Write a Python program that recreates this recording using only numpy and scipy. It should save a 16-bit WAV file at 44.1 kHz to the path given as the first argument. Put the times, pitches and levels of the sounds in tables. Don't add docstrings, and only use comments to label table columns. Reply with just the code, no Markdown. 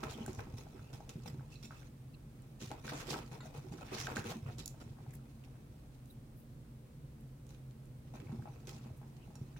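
import sys
import numpy as np
from scipy import signal
from scipy.fft import rfft, irfft, next_fast_len
from scipy.io import wavfile

SR = 44100
rng = np.random.default_rng(int(sys.argv[2]) if len(sys.argv) > 2 else 0)


def wav_out(sig):
    wavfile.write(sys.argv[1], SR, np.round(np.clip(np.atleast_2d(sig).T, -1, 1) * 32767).astype(np.int16))


N = 422919

# [f/Hz, level/dB]
AIR_SPECTRUM = [(19, -34), (29, -5.5), (42, -1.5), (62, 0), (90, -5), (125, -0.5), (180, -11.5), (270, -8),
                (400, -18), (490, -16), (700, -25), (1400, -31), (6000, -40), (15500, -40.5)]
AIR_DB = -56
# [f/Hz, half-width/Hz, rms level/dB]
DRONE_AND_HISS_BANDS = [(129, 6, -56.5), (145.8, 11.4, -60), (223.6, 6.9, -65.5), (8600, 340, -86)]
# [t/s, level/dB]
EFFORT_CURVE = [(0, 9), (0.3, 2.5), (0.55, 0), (1.4, -3.5), (1.8, -17), (1.95, -13), (2.55, -8),
                (2.9, -0.5), (3.8, 1.5), (4.45, -1.5), (4.7, -3.5), (5.6, -8.5), (6.3, -14.5),
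                (7.95, -15.5), (8.3, -2), (8.9, -6.5), (9.2, -7), (9.59, -5)]
# [start t/s, length/s, panel rasp level/dB, claw hiss level/dB]
FOOT_SLIPS = [(0.028, 0.0091, -42, -54), (0.087, 0.045, -66, -56), (0.155, 0.064, -52.5, -76),
              (0.27, 0.033, -52.5, -59.5), (0.385, 0.006, -44.5, -59.5), (0.568, 0.024, -58, -58),
              (0.926, .012, -53, -58.5), (1.091, 0.0044, -53.5, -57), (1.253, 0.025, -53.5, -59),
              (1.496, 0.043, -82, -64), (1.619, 0.035, -72, -59.5), (1.695, 0.11, -65, -65.5),
              (1.792, 0.06, -63.5, -63.5), (2.594, 0.071, -58, -56), (2.699, 0.021, -46.5, -58.5),
              (2.836, 0.041, -51, -53), (2.88, 0.031, -59, -53.5), (2.915, 0.026, -43.5, -56),
              (2.962, 0.062, -53, -53.5), (3.04, 0.15, -44.5, -49), (3.102, 0.015, -43, -46),
              (3.118, 0.03, -47.5, -64), (3.312, 0.023, -49.5, -59), (3.416, 0.051, -54.5, -64),
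              (3.534, 0.041, -51.5, -60), (3.718, 0.014, -55, -59.5), (3.798, 0.03, -48, -66),
              (3.907, 0.048, -42.5, -53), (3.962, 0.1, -53, -46.5), (4.073, 0.006, -43.5, -61),
              (4.104, .012, -46.5, -57), (4.151, 0.023, -40.5, -45.5), (4.243, 0.029, -48.5, -53),
              (4.281, 0.032, -46, -48), (4.457, 0.024, -47.5, -66), (4.581, 0.009, -55.5, -52.5),
              (4.794, 0.025, -55, -61.5), (5.439, .008, -78, -69.5), (7.468, 0.085, -69, -67.5),
              (8.134, 0.025, -53, -67), (8.199, 0.008, -58.5, -72), (8.283, 0.037, -58, -80),
              (8.455, 0.025, -58, -84), (8.67, 0.015, -54.5, -50.5), (8.692, 0.093, -60.5, -63.5),
              (8.829, 0.044, -58, -76), (9.561, 0.022, -61, -65)]
# [f/Hz, level/dB]
RASP_SPECTRUM = [(200, -1), (310, 7.5), (420, 2), (560, -4), (720, 1), (920, -2.5), (1080, -4),
                 (1550, -14.5), (2000, -11), (2650, -9.5), (3400, -21.5), (6000, -30.5)]
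HISS_SPECTRUM = [(1500, -7), (2600, -4), (3800, -5), (4800, -7), (5800, -4.5), (7300, -8), (8400, -12.5),
                 (11500, -13.5), (15500, -17)]
# [middle t/s, rms level/dB before the swell, Gaussian half length/s, centre f/Hz, half-width/octaves]
SCRATCHES_AND_RUSTLES = [(0.02, -59, .008, 950, 0.56), (0.102, -58, 0.0081, 3880, 0.45),
                         (0.1, -58, 0.016, 1200, .8), (0.128, -55.5, 0.004, 2500, 0.08),
                         (0.146, -58, .008, 3200, .12), (0.215, -63.5, 0.033, 3050, .12),
                         (0.2, -71, 0.044, 6000, 0.29), (0.308, -65, .025, 1500, 0.7),
                         (0.35, -66.5, .045, 5900, .25), (0.68, -78, 0.012, 4000, .6),
                         (0.775, -68, .01, 1500, .5), (0.856, -71.5, 0.044, 2650, 0.089),
                         (1.012, -74, .014, 6200, .4), (1.237, -67, 0.0087, 5000, .7),
                         (1.528, -66, .008, 5500, 0.77), (1.53, -63, .005, 2650, .06),
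                         (1.55, -61.5, .003, 2650, .06), (1.565, -61, 0.0042, 2630, .06),
                         (1.584, -73, 0.027, 6000, .35), (1.653, -62, .012, 2620, .07),
                         (1.77, -67, .02, 2630, .07), (2.147, -66.5, .005, 2670, 0.087),
                         (2.148, -64.5, 0.0046, 4170, 0.12), (2.422, -63, 0.0016, 8000, 0.36),
                         (2.624, -56.5, 0.012, 2200, 1.5), (2.623, -61, .012, 6150, 0.22),
                         (2.692, -61, .008, 4500, 1), (2.728, -57, 0.0072, 1900, 1.3),
                         (2.855, -57, .01, 1700, .8), (2.9, -49.5, 0.0079, 1700, 0.55),
                         (2.9, -57, 0.018, 4140, 0.39), (2.93, -50, 0.012, 754, 0.71),
                         (2.983, -58, 0.025, 6460, 0.3), (3, -52.5, 0.039, 1600, 1.1),
                         (3.207, -59.5, 0.023, 2190, 1), (3.105, -42, 0.0031, 4900, 0.36),
                         (3.12, -45, 0.019, 3300, 0.99), (3.46, -66, .012, 6000, .4),
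                         (3.788, -70, 0.019, 4200, 1), (3.956, -49.5, 0.011, 4800, 0.41),
                         (3.98, -51, 0.065, 1700, 1.15), (4.021, -52, 0.029, 5800, 0.2),
                         (4.274, -55, 0.013, 1900, .8), (4.31, -57, 0.0099, 3280, 0.72),
                         (4.33, -53, 0.023, 895, 1.1), (4.527, -66.5, 0.016, 3800, .7),
                         (4.594, -48, 0.0059, 5200, 0.8), (4.603, -57, .007, 3100, .55),
                         (4.815, -64.5, 0.0082, 1490, 1), (4.9, -73, .014, 3200, 1),
                         (4.99, -72, .014, 1100, .5), (5.125, -70, 0.027, 1980, 0.38),
                         (5.15, -60.5, 0.013, 11500, 0.97), (5.447, -68, 0.0065, 2550, 0.14),
                         (5.943, -74, .015, 3970, 1.3), (6.107, -66.5, .007, 3840, .05),
                         (6.11, -66.5, 0.02, 13000, 0.5), (6.402, -70, 0.032, 13500, .45),
                         (7.209, -68, .004, 11500, .6), (8.077, -72, .01, 2000, 1.1),
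                         (8.688, -63, 0.011, 1800, 0.89), (8.74, -66.5, 0.025, 5840, .3),
                         (8.84, -71, .02, 3500, 0.87), (8.983, -71, .015, 11000, .8),
                         (9.23, -71.5, 0.023, 2700, .2), (9.573, -63.5, 0.0059, 2680, .2)]
# [t/s, peak level/dB, centre f/Hz]
FLOOR_THUDS = [(0.03, -37.5, 239), (0.099, -40, 105), (0.154, -40, 230), (0.206, -34.5, 204),
               (0.24, -39, 110), (0.281, -34, 310), (0.292, -36, 106), (0.381, -34, 102),
               (0.409, -40.5, 108), (0.47, -42, 200), (0.538, -35.5, 112), (0.793, -41.5, 110),
               (0.935, -44, 120), (1.156, -32, 149), (1.259, -39.5, 169), (1.331, -36.5, 132),
               (1.384, -36.5, 132), (1.56, -50, 249), (1.642, -42.5, 248), (2.62, -36, 246),
               (2.635, -46, 117), (2.675, -40, 121), (2.718, -42.5, 300), (2.853, -40.5, 260),
               (2.876, -46, 135), (2.921, -37.5, 280), (3.083, -40.5, 368), (3.108, -37, 152),
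               (3.137, -34.5, 290), (3.165, -40, 294), (3.185, -44, 166), (3.313, -41, 145),
               (3.58, -37, 126), (3.675, -44, 131), (3.735, -38, 285), (3.919, -34.5, 327),
               (4.015, -41.5, 136), (4.045, -39, 145), (4.115, -40, 290), (4.167, -31.5, 243),
               (4.186, -32.5, 124), (4.242, -39.5, 332), (4.254, -36.5, 206), (4.272, -37.5, 115),
               (4.309, -40, 170), (4.357, -33.5, 213), (4.425, -38, 109), (4.456, -34, 135),
               (4.484, -36, 106), (4.584, -42, 262), (4.598, -41, 122), (4.863, -40, 125),
               (4.905, -39.5, 130), (5.02, -40.5, 130), (5.079, -37, 135), (5.154, -40.5, 137),
               (8.141, -43.5, 225), (8.197, -39, 130), (8.225, -41.5, 302), (8.262, -40, 120),
               (8.296, -35, 136), (8.326, -32.5, 212), (8.388, -32.5, 127), (8.424, -37.5, 145),
               (8.735, -38.5, 151), (8.858, -42, 216), (8.909, -38.5, 94.5), (9.285, -42, 190),
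               (9.414, -32, 131.4)]
# [t/s, peak level/dB, centre f/Hz]
TRAY_KNOCKS = [(0.0335, -31, 1130), (0.046, -43, 1100), (0.078, -49, 950), (0.205, -49, 875),
               (0.262, -44.5, 1460), (0.28, -44, 700), (0.374, -56, 820), (0.393, -39, 1590),
               (0.401, -48, 900), (0.47, -50, 890), (0.668, -48.5, 730), (0.794, -48.5, 1240),
               (0.931, -54, 840), (0.95, -50, 800), (1.005, -45, 810), (1.258, -50, 790),
               (1.395, -53, 1300), (1.408, -49, 900), (1.708, -40, 1200), (1.722, -52, 1500),
               (1.732, -55, 1900), (1.82, -56, 1500), (1.831, -55, 2000), (2.616, -50, 1730),
               (2.658, -54, 870), (2.715, -35, 830), (2.716, -45, 2050), (2.846, -45, 1100),
               (2.879, -37, 1610), (2.895, -40, 1400), (2.92, -43.5, 640), (2.933, -41.5, 670),
               (3.003, -41, 1210), (3.015, -52, 820), (3.124, -42, 940), (3.131, -35, 920),
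               (3.142, -33.5, 1300), (3.161, -38.5, 930), (3.19, -50, 643), (3.317, -59, 900),
               (3.329, -53, 790), (3.405, -45, 1210), (3.455, -46, 690), (3.723, -51, 800),
               (3.738, -49, 1000), (3.789, -48, 1200), (3.811, -45, 790), (4.07, -30, 1460),
               (4.082, -38, 810), (4.101, -34, 1100), (4.118, -46, 820), (4.168, -28, 1560),
               (4.243, -44, 1340), (4.317, -38, 720), (4.743, -53.5, 650), (4.987, -53.5, 755),
               (5.004, -55, 890), (5.064, -51, 840), (8.139, -48, 730), (8.154, -54, 950),
               (8.169, -56, 1700), (8.201, -51, 1900), (8.271, -56, 2300), (8.293, -48.5, 800),
               (8.318, -47, 990), (8.394, -51.5, 760), (8.423, -53, 1510), (8.456, -43.5, 790),
               (8.473, -45, 745), (8.723, -51, 950), (8.846, -59, 900), (8.902, -53, 645),
               (9.015, -51, 885), (9.03, -51, 940), (9.277, -57, 800), (9.305, -55, 850),
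               (9.356, -52.5, 930), (9.564, -50.5, 1720)]
# [t/s, peak level/dB, centre f/Hz]
CLAW_TICKS = [(0.037, -39.5, 3700), (0.085, -53, 3500), (0.096, -48, 3700), (0.111, -44, 4300),
              (0.2625, -37.5, 7900), (0.3311, -48, 6450), (0.349, -48, 6100), (0.9304, -56, 5810),
              (1.0928, -45, 3100), (1.0935, -43, 6330), (1.097, -46, 6000), (1.1927, -59, 3640),
              (2.606, -53, 3100), (2.616, -48, 3600), (2.6252, -44.5, 4800), (2.633, -47, 3800),
              (2.6576, -50, 5560), (2.682, -54, 2800), (2.7152, -44, 4320), (2.8797, -44, 3700),
              (2.897, -50, 3800), (2.922, -48, 3600), (3.071, -54, 2600), (3.1045, -38, 5000),
              (3.107, -36, 4700), (3.7234, -53, 5740), (3.8104, -50.5, 3930), (3.935, -47, 2800),
              (4.046, -43, 3300), (4.0696, -39, 3770), (4.101, -48, 3200), (4.1606, -36, 3900),
              (4.1695, -39, 6400), (4.195, -47, 2600), (4.2423, -44.5, 5500), (4.262, -49, 3000),
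              (4.312, -46, 3200), (4.584, -48, 5150), (4.598, -50, 4200), (5.108, -54.5, 7200),
              (5.439, -59, 2700), (6.0576, -59, 8400), (7.467, -57, 6500), (7.492, -55.5, 6000),
              (7.548, -58.5, 3000), (7.71, -61, 4200), (7.856, -61, 8700), (8.169, -60, 3200),
              (8.202, -57, 3160), (8.672, -44, 5410), (9.3553, -50.5, 8000)]
# [t/s, peak level/dB, centre f/Hz]
BAR_NUDGES = [(1.52, -55, 2640), (1.5566, -47.5, 4150), (1.56, -55, 2630), (1.633, -50, 5400),
              (1.645, -49, 5400), (1.655, -47, 7340), (1.658, -62, 5400), (9.3544, -49, 5700)]
# [t/s, first peak level/dB, centre f/Hz]
PANEL_RATTLES = [(1.628, -54, 6200), (4.583, -49, 4800), (4.802, -59, 6700), (8.674, -55, 6200)]
# [t/s, peak level/dB, centre f/Hz]
CORNER_CLINKS = [(3.406, -45, 1300), (3.411, -50, 1300)]
# [t/s, peak level/dB, centre f/Hz]
WIRE_SNAPS = [(4.6587, -32, 6800), (4.6605, -37, 6800), (4.678, -35, 6900), (4.6797, -36.5, 6800)]
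# [f/Hz, level/dB, t60/s]
FLOOR_RESONANCES = [(79, -31, 0.044), (114, -10, 0.16), (136.8, -5, 0.14), (177, 0, 0.063),
                    (221.3, 1.5, 0.1), (257, -7.5, 0.092), (298.5, 1.5, 0.074), (366.7, -3, 0.11),
                    (447, -11.5, 0.07)]
TRAY_RESONANCES = [(478, 4, 0.032), (638, 3.5, 0.05), (755, -15, 0.043), (817, 1.5, 0.094),
                   (934, -1, 0.084), (1087, -2.5, 0.08), (1290, 4.5, 0.049), (1404, 5, 0.033),
                   (1560, 8.5, 0.021), (1780, -3.5, 0.025), (2260, 3, 0.055), (2580, 2, 0.033),
                   (3260, -25, 0.058)]
CLAW_RESONANCES = [(2810, -4, 0.0085), (3980, -13, 0.014), (5800, -4, 0.014), (6820, 8, 0.0058),
                   (7220, 12.5, 0.0085), (9700, 13.5, 0.0048), (11400, 9, 0.0031), (13700, 12, 0.004)]
BAR_RESONANCES = [(2600, -3, 0.076), (2630, 0, 0.042), (3990, 0, 0.045), (4500, -10, .05),
                  (5520, -5, 0.066), (5680, -11, 0.038), (6850, -11, 0.054), (7180, -2, 0.042),
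                  (8800, -13, 0.055), (9060, -9, .04)]
CLINK_RESONANCES = [(1080, -4, .04), (1430, -5, 0.07), (1980, -7, .11), (2900, -7, .02),
                    (3754, -1.5, 0.047), (4250, 1, 0.018), (6595, -16, .04), (7370, -5, .025)]
SNAP_RESONANCES = [(4650, -12, 0.0025), (5880, -9.5, 0.003), (7100, -6, 0.0035), (10450, 0.5, 0.001),
                   (13500, -4, 0.0012)]
# [f/Hz, correlation]
STEREO_LIKENESS = [(60, 0.98), (130, 0.98), (290, 0.93), (640, 0.22), (1400, 0), (15000, 0)]
# [f/Hz, t60/s]
ROOM_DECAY = [(150, 0.33), (600, 0.26), (3000, 0.31), (8000, 0.14), (15000, 0.22)]
# [f/Hz, left minus right level/dB]
CAGE_LEAN = [(110, -1), (200, 0.5), (360, -7), (680, 2.5), (1300, -2), (2400, 0), (4400, -4), (8000, 0),
             (15000, 1.5)]

BRUSH_RASP_DB, BRUSH_HISS_DB = -62.5, -70.5
STEPS_PER_S, STEP_JITTER_SHARE = 11, .25
STEP_SCATTER_DB, STEP_SPREAD_OCTAVES = 3, 0.445
STEP_THUD_DB, STEP_KNOCK_DB = -45, -56.5
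STEP_THUD_HZ, STEP_KNOCK_HZ = 175.3, 850
SCUFF_ATTACK_SHARE, SCUFF_SAG_DB_PER_S, SCUFF_RELEASE_S = 0.32, 26, 0.032
RATTLE_GAP_S, RATTLE_SAG_DB_PER_S = .009, 156
RATTLE_SCATTER_DB, RATTLE_SPREAD_OCTAVES = 2, 0.44
SNAP_LOW_CUT_HZ, CUTOFF_HZ = 4200, 15900
NEAR_CORNER_PAN_DB = -4
DECAY_60_DB = np.log(1000)


def from_db(db):
    return 10 ** (np.asarray(db) / 20)


def rms_one(x):
    return x / np.sqrt(np.mean(x ** 2) + 1e-20)


def at_hz(points, hz):
    freqs, values = np.transpose(points)
    return np.interp(np.log(np.maximum(hz, 1)), np.log(freqs), values)


def bins(size):
    return np.arange(size // 2 + 1) * SR / size


def left_right(difference_db):
    return from_db(difference_db * np.array([[.5], [-.5]]))


def drift(rate):
    knots = rng.standard_normal(int(N / SR * rate) + 2)
    return rms_one(np.interp(np.arange(N) / SR * rate, np.arange(len(knots)), knots))


def diffuse(pair, gain_at):
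    length = pair.shape[1]
    size = next_fast_len(length)
    hz = bins(size)
    mid, side = rfft(pair, size) * gain_at(hz)
    alike = np.clip(at_hz(STEREO_LIKENESS, hz), -.99, .995)
    spectrum = np.sqrt(1 + alike) * mid + np.sqrt(1 - alike) * side * [[1], [-1]]
    return rms_one(irfft(spectrum, size)[:, :length])


def room(x, wet_db, early_db, early_s):
    t = np.arange(SR // 2) / SR
    noise = diffuse(rng.standard_normal((2, len(t))), np.ones_like)
    edges = np.geomspace(50, 17000, 9)
    tail = 0
    for low, high in zip(edges, edges[1:]):
        inside = (bins(len(t)) >= low) & (bins(len(t)) < high)
        t60 = at_hz(ROOM_DECAY, np.sqrt(low * high))
        tail = tail + irfft(rfft(noise) * inside, len(t)) * np.exp(-DECAY_60_DB * t / t60)
    tail = tail * (1 - np.exp(-t / 0.0073))
    early = diffuse(rng.standard_normal((2, len(t))), np.ones_like) * np.exp(-t / early_s)
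    echoes = from_db(wet_db) * rms_one(tail) + from_db(early_db) * rms_one(early)
    echoes = echoes / np.sqrt(len(t))
    return x + signal.fftconvolve(np.atleast_2d(x), echoes, axes=1)[:, :N]


def blows(rows, modes, focus_db, scatter_db, contact_s, spread, ring_db, cycles):
    t = np.arange(SR // 4) / SR
    hz, level_db, t60 = np.transpose(modes)
    decays = np.exp(-DECAY_60_DB * t / t60[:, None])
    out = np.zeros((2, N + len(t)))
    for (s, peak_db, centre_hz), chance in zip(rows, rng.standard_normal((len(rows), 3, len(hz)))):
        detuning_db = focus_db * np.abs(np.log2(hz / centre_hz))
        strength = from_db(level_db - detuning_db + scatter_db * chance[0])
        phase = 2 * np.pi * hz[:, None] * t + spread * chance[1:, :, None]
        ring = (strength[:, None] * decays * np.sin(phase)).sum(axis=1)
        pulse = np.sin(2 * np.pi * centre_hz * t + spread * chance[1:, :1] / 2)
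        pulse = pulse * np.exp(-DECAY_60_DB * t * centre_hz / cycles)
        blow = pulse + from_db(ring_db) * ring / np.linalg.norm(strength)
        blow = blow * (1 - np.exp(-t / contact_s))
        start = max(round(s * SR), 0)
        out[:, start:start + len(t)] += from_db(peak_db) * blow / np.abs(blow).max(axis=1).mean()
    return out[:, :N]


def grains(per_s, size_db, clump_db, smooth_share):
    born = rng.random(N) < per_s / SR
    sizes = from_db(size_db * np.minimum(rng.exponential(1, N), 3))
    slips = rms_one(born * sizes * rng.choice([-1, 1], (2, N)))
    return (slips + smooth_share * rng.standard_normal((2, N))) * from_db(clump_db * drift(130))


def effort_db(s):
    return np.interp(s, *np.transpose(EFFORT_CURVE))


def background_hum_and_hiss():
    air = diffuse(rng.standard_normal((2, N)), lambda hz: from_db(at_hz(AIR_SPECTRUM, hz)))
    out = from_db(AIR_DB) * air
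    for centre_hz, width_hz, level_db in DRONE_AND_HISS_BANDS:
        noise = rng.standard_normal((2, N))
        band = diffuse(noise, lambda hz: 1 / (1 + ((hz - centre_hz) / width_hz) ** 2))
        out += from_db(level_db) * band
    return out


def friction():
    now = np.arange(N) / SR
    power = from_db(effort_db(now) + np.array([[BRUSH_RASP_DB], [BRUSH_HISS_DB]])) ** 2
    for s, length_s, rasp_db, hiss_db in FOOT_SLIPS:
        span = slice(int(s * SR) + 1, int(s * SR) + SR // 2)
        t = now[span] - s
        attack = np.minimum(t / (SCUFF_ATTACK_SHARE * length_s), 1)
        sag = from_db(-SCUFF_SAG_DB_PER_S * t)
        release = np.exp(-np.maximum(t - length_s, 0) / SCUFF_RELEASE_S)
        power[:, span] += (from_db([[rasp_db], [hiss_db]]) * attack * sag * release) ** 2
    return np.sqrt(power)


def panel_colour(hz, peak_db):
    peaks = 0
    for mode_hz, db, t60 in TRAY_RESONANCES:
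        detuning = np.pi * (hz - mode_hz) * t60 * 2 / DECAY_60_DB
        peaks = peaks + from_db(db + peak_db) / (1 + detuning ** 2)
    return from_db(at_hz(RASP_SPECTRUM, hz)) * (1 + peaks)


def wander(x, depth_db, rate, count):
    size = next_fast_len(N)
    spectrum, out = rfft(x.astype(np.float32), size), 0
    band = count * np.log2(np.maximum(bins(size), 1))
    for k in range(6):
        share = np.clip(1 - np.abs((band - k + 3) % 6 - 3), 0, 1).astype(np.float32)
        out = out + irfft(spectrum * share, size)[:, :N] * from_db(depth_db * drift(rate))
    return rms_one(out)


def scrabbling():
    rasp = grains(per_s=520, size_db=3.1, clump_db=1.8, smooth_share=.45)
    rasp = diffuse(rasp, lambda hz: panel_colour(hz, peak_db=-2.0))
    rasp = wander(rasp, depth_db=2.5, rate=60, count=5)
    hiss = grains(per_s=850, size_db=3.2, clump_db=1.8, smooth_share=.5)
    hiss = diffuse(hiss, lambda hz: from_db(at_hz(HISS_SPECTRUM, hz)))
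    hiss = wander(hiss, depth_db=3.6, rate=50, count=9)
    rasp_gain, hiss_gain = friction()
    slide = from_db(-3.0) * rasp * rasp_gain + from_db(-1.5) * hiss * hiss_gain
    return room(slide, wet_db=-13, early_db=-5, early_s=0.003)


def scratches_and_rustles():
    t = np.arange(SR // 4) / SR
    middle, hz = t.mean(), np.maximum(bins(len(t)), 1)
    slips = grains(per_s=2800, size_db=2.5, clump_db=2.5, smooth_share=.4)
    out = np.zeros((2, N))
    for s, level_db, half_s, centre_hz, octaves in SCRATCHES_AND_RUSTLES:
        start = int(np.clip((s - middle) * SR, 0, N - len(t)))
        span = slice(start, start + len(t))
        colour = 1 / (1 + (np.abs(np.log2(hz / centre_hz)) / octaves) ** 3)
        band = rms_one(irfft(rfft(slips[:, span]) * colour, len(t)))
        swell = np.exp(-((t + start / SR - s) / half_s) ** 2 / 2)
        out[:, span] += from_db(level_db) * swell * band
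    return out


def light_steps(level_db, centre_hz):
    beats = np.arange(1, int(N / SR * STEPS_PER_S))
    late, strong, high = rng.standard_normal((len(beats), 3)).T
    s = np.clip((beats + STEP_JITTER_SHARE * late) / STEPS_PER_S, 0, N / SR)
    peak_db = level_db + effort_db(s) + STEP_SCATTER_DB * strong
    pitch_hz = centre_hz * 2 ** (STEP_SPREAD_OCTAVES * high)
    return list(zip(s, peak_db, pitch_hz))


def floor_thuds():
    rows = FLOOR_THUDS + light_steps(STEP_THUD_DB, STEP_THUD_HZ)
    thuds = blows(rows, FLOOR_RESONANCES, focus_db=15, scatter_db=2, contact_s=.006,
                  spread=.11, ring_db=-2, cycles=9)
    return from_db(-3.0) * room(thuds, wet_db=-13.5, early_db=-11, early_s=0.008)


def tray_knocks():
    rows = TRAY_KNOCKS + light_steps(STEP_KNOCK_DB, STEP_KNOCK_HZ)
    knocks = blows(rows, TRAY_RESONANCES, focus_db=8, scatter_db=3, contact_s=.00035,
                   spread=.9, ring_db=-17, cycles=8)
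    return from_db(.4) * room(knocks, wet_db=-6, early_db=-4.5, early_s=0.0045)


def claw_ticks():
    ticks = blows(CLAW_TICKS, CLAW_RESONANCES, focus_db=16.5, scatter_db=.6, contact_s=.00003,
                  spread=1.74, ring_db=-15, cycles=4.2)
    return from_db(4.6) * room(ticks, wet_db=-6, early_db=2.5, early_s=.0016)


def chatter(count=20):
    rows = []
    for s, peak_db, centre_hz in PANEL_RATTLES:
        gaps = RATTLE_GAP_S * (.5 + rng.random(count))
        after = np.cumsum(gaps) - gaps[0]
        strong, high = rng.standard_normal((2, count))
        touch_db = peak_db - RATTLE_SAG_DB_PER_S * after + RATTLE_SCATTER_DB * strong
        rows += zip(s + after, touch_db, centre_hz * 2 ** (RATTLE_SPREAD_OCTAVES * high))
    return rows


def ringing_bars():
    pings = blows(BAR_NUDGES + chatter(), BAR_RESONANCES, focus_db=14, scatter_db=2.5,
                  contact_s=.0005, spread=1.86, ring_db=-11, cycles=36)
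    return from_db(-3) * room(pings, wet_db=-4, early_db=-7, early_s=.004)


def corner_clinks():
    clinks = blows(CORNER_CLINKS, CLINK_RESONANCES, focus_db=0, scatter_db=1, contact_s=.0003,
                   spread=.6, ring_db=3, cycles=10)
    return room(clinks, wet_db=-4, early_db=-2.5, early_s=0.0036)


def wire_snaps():
    snaps = blows(WIRE_SNAPS, SNAP_RESONANCES, focus_db=0, scatter_db=1, contact_s=.00006,
                  spread=1.2, ring_db=4, cycles=6)
    low_cut = signal.butter(4, SNAP_LOW_CUT_HZ, "high", fs=SR, output="sos")
    snaps = signal.sosfilt(low_cut, snaps + 1e-18)
    return from_db(7) * room(snaps, wet_db=-10.5, early_db=-6, early_s=.0012)


def scene():
    wire = claw_ticks() + ringing_bars() + wire_snaps()
    animal = scrabbling() + scratches_and_rustles() + floor_thuds() + tray_knocks()
    animal = animal + wire * left_right(NEAR_CORNER_PAN_DB) + corner_clinks()
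    size = next_fast_len(N)
    lean = left_right(at_hz(CAGE_LEAN, bins(size)))
    animal = irfft(rfft(animal, size) * lean, size)[:, :N]
    return animal + background_hum_and_hiss() * from_db([[-.3], [.3]])


def record(dry):
    return signal.sosfilt(signal.ellip(10, .1, 70, CUTOFF_HZ, fs=SR, output="sos"), dry)


dry = scene()
out = record(dry)
wav_out(out)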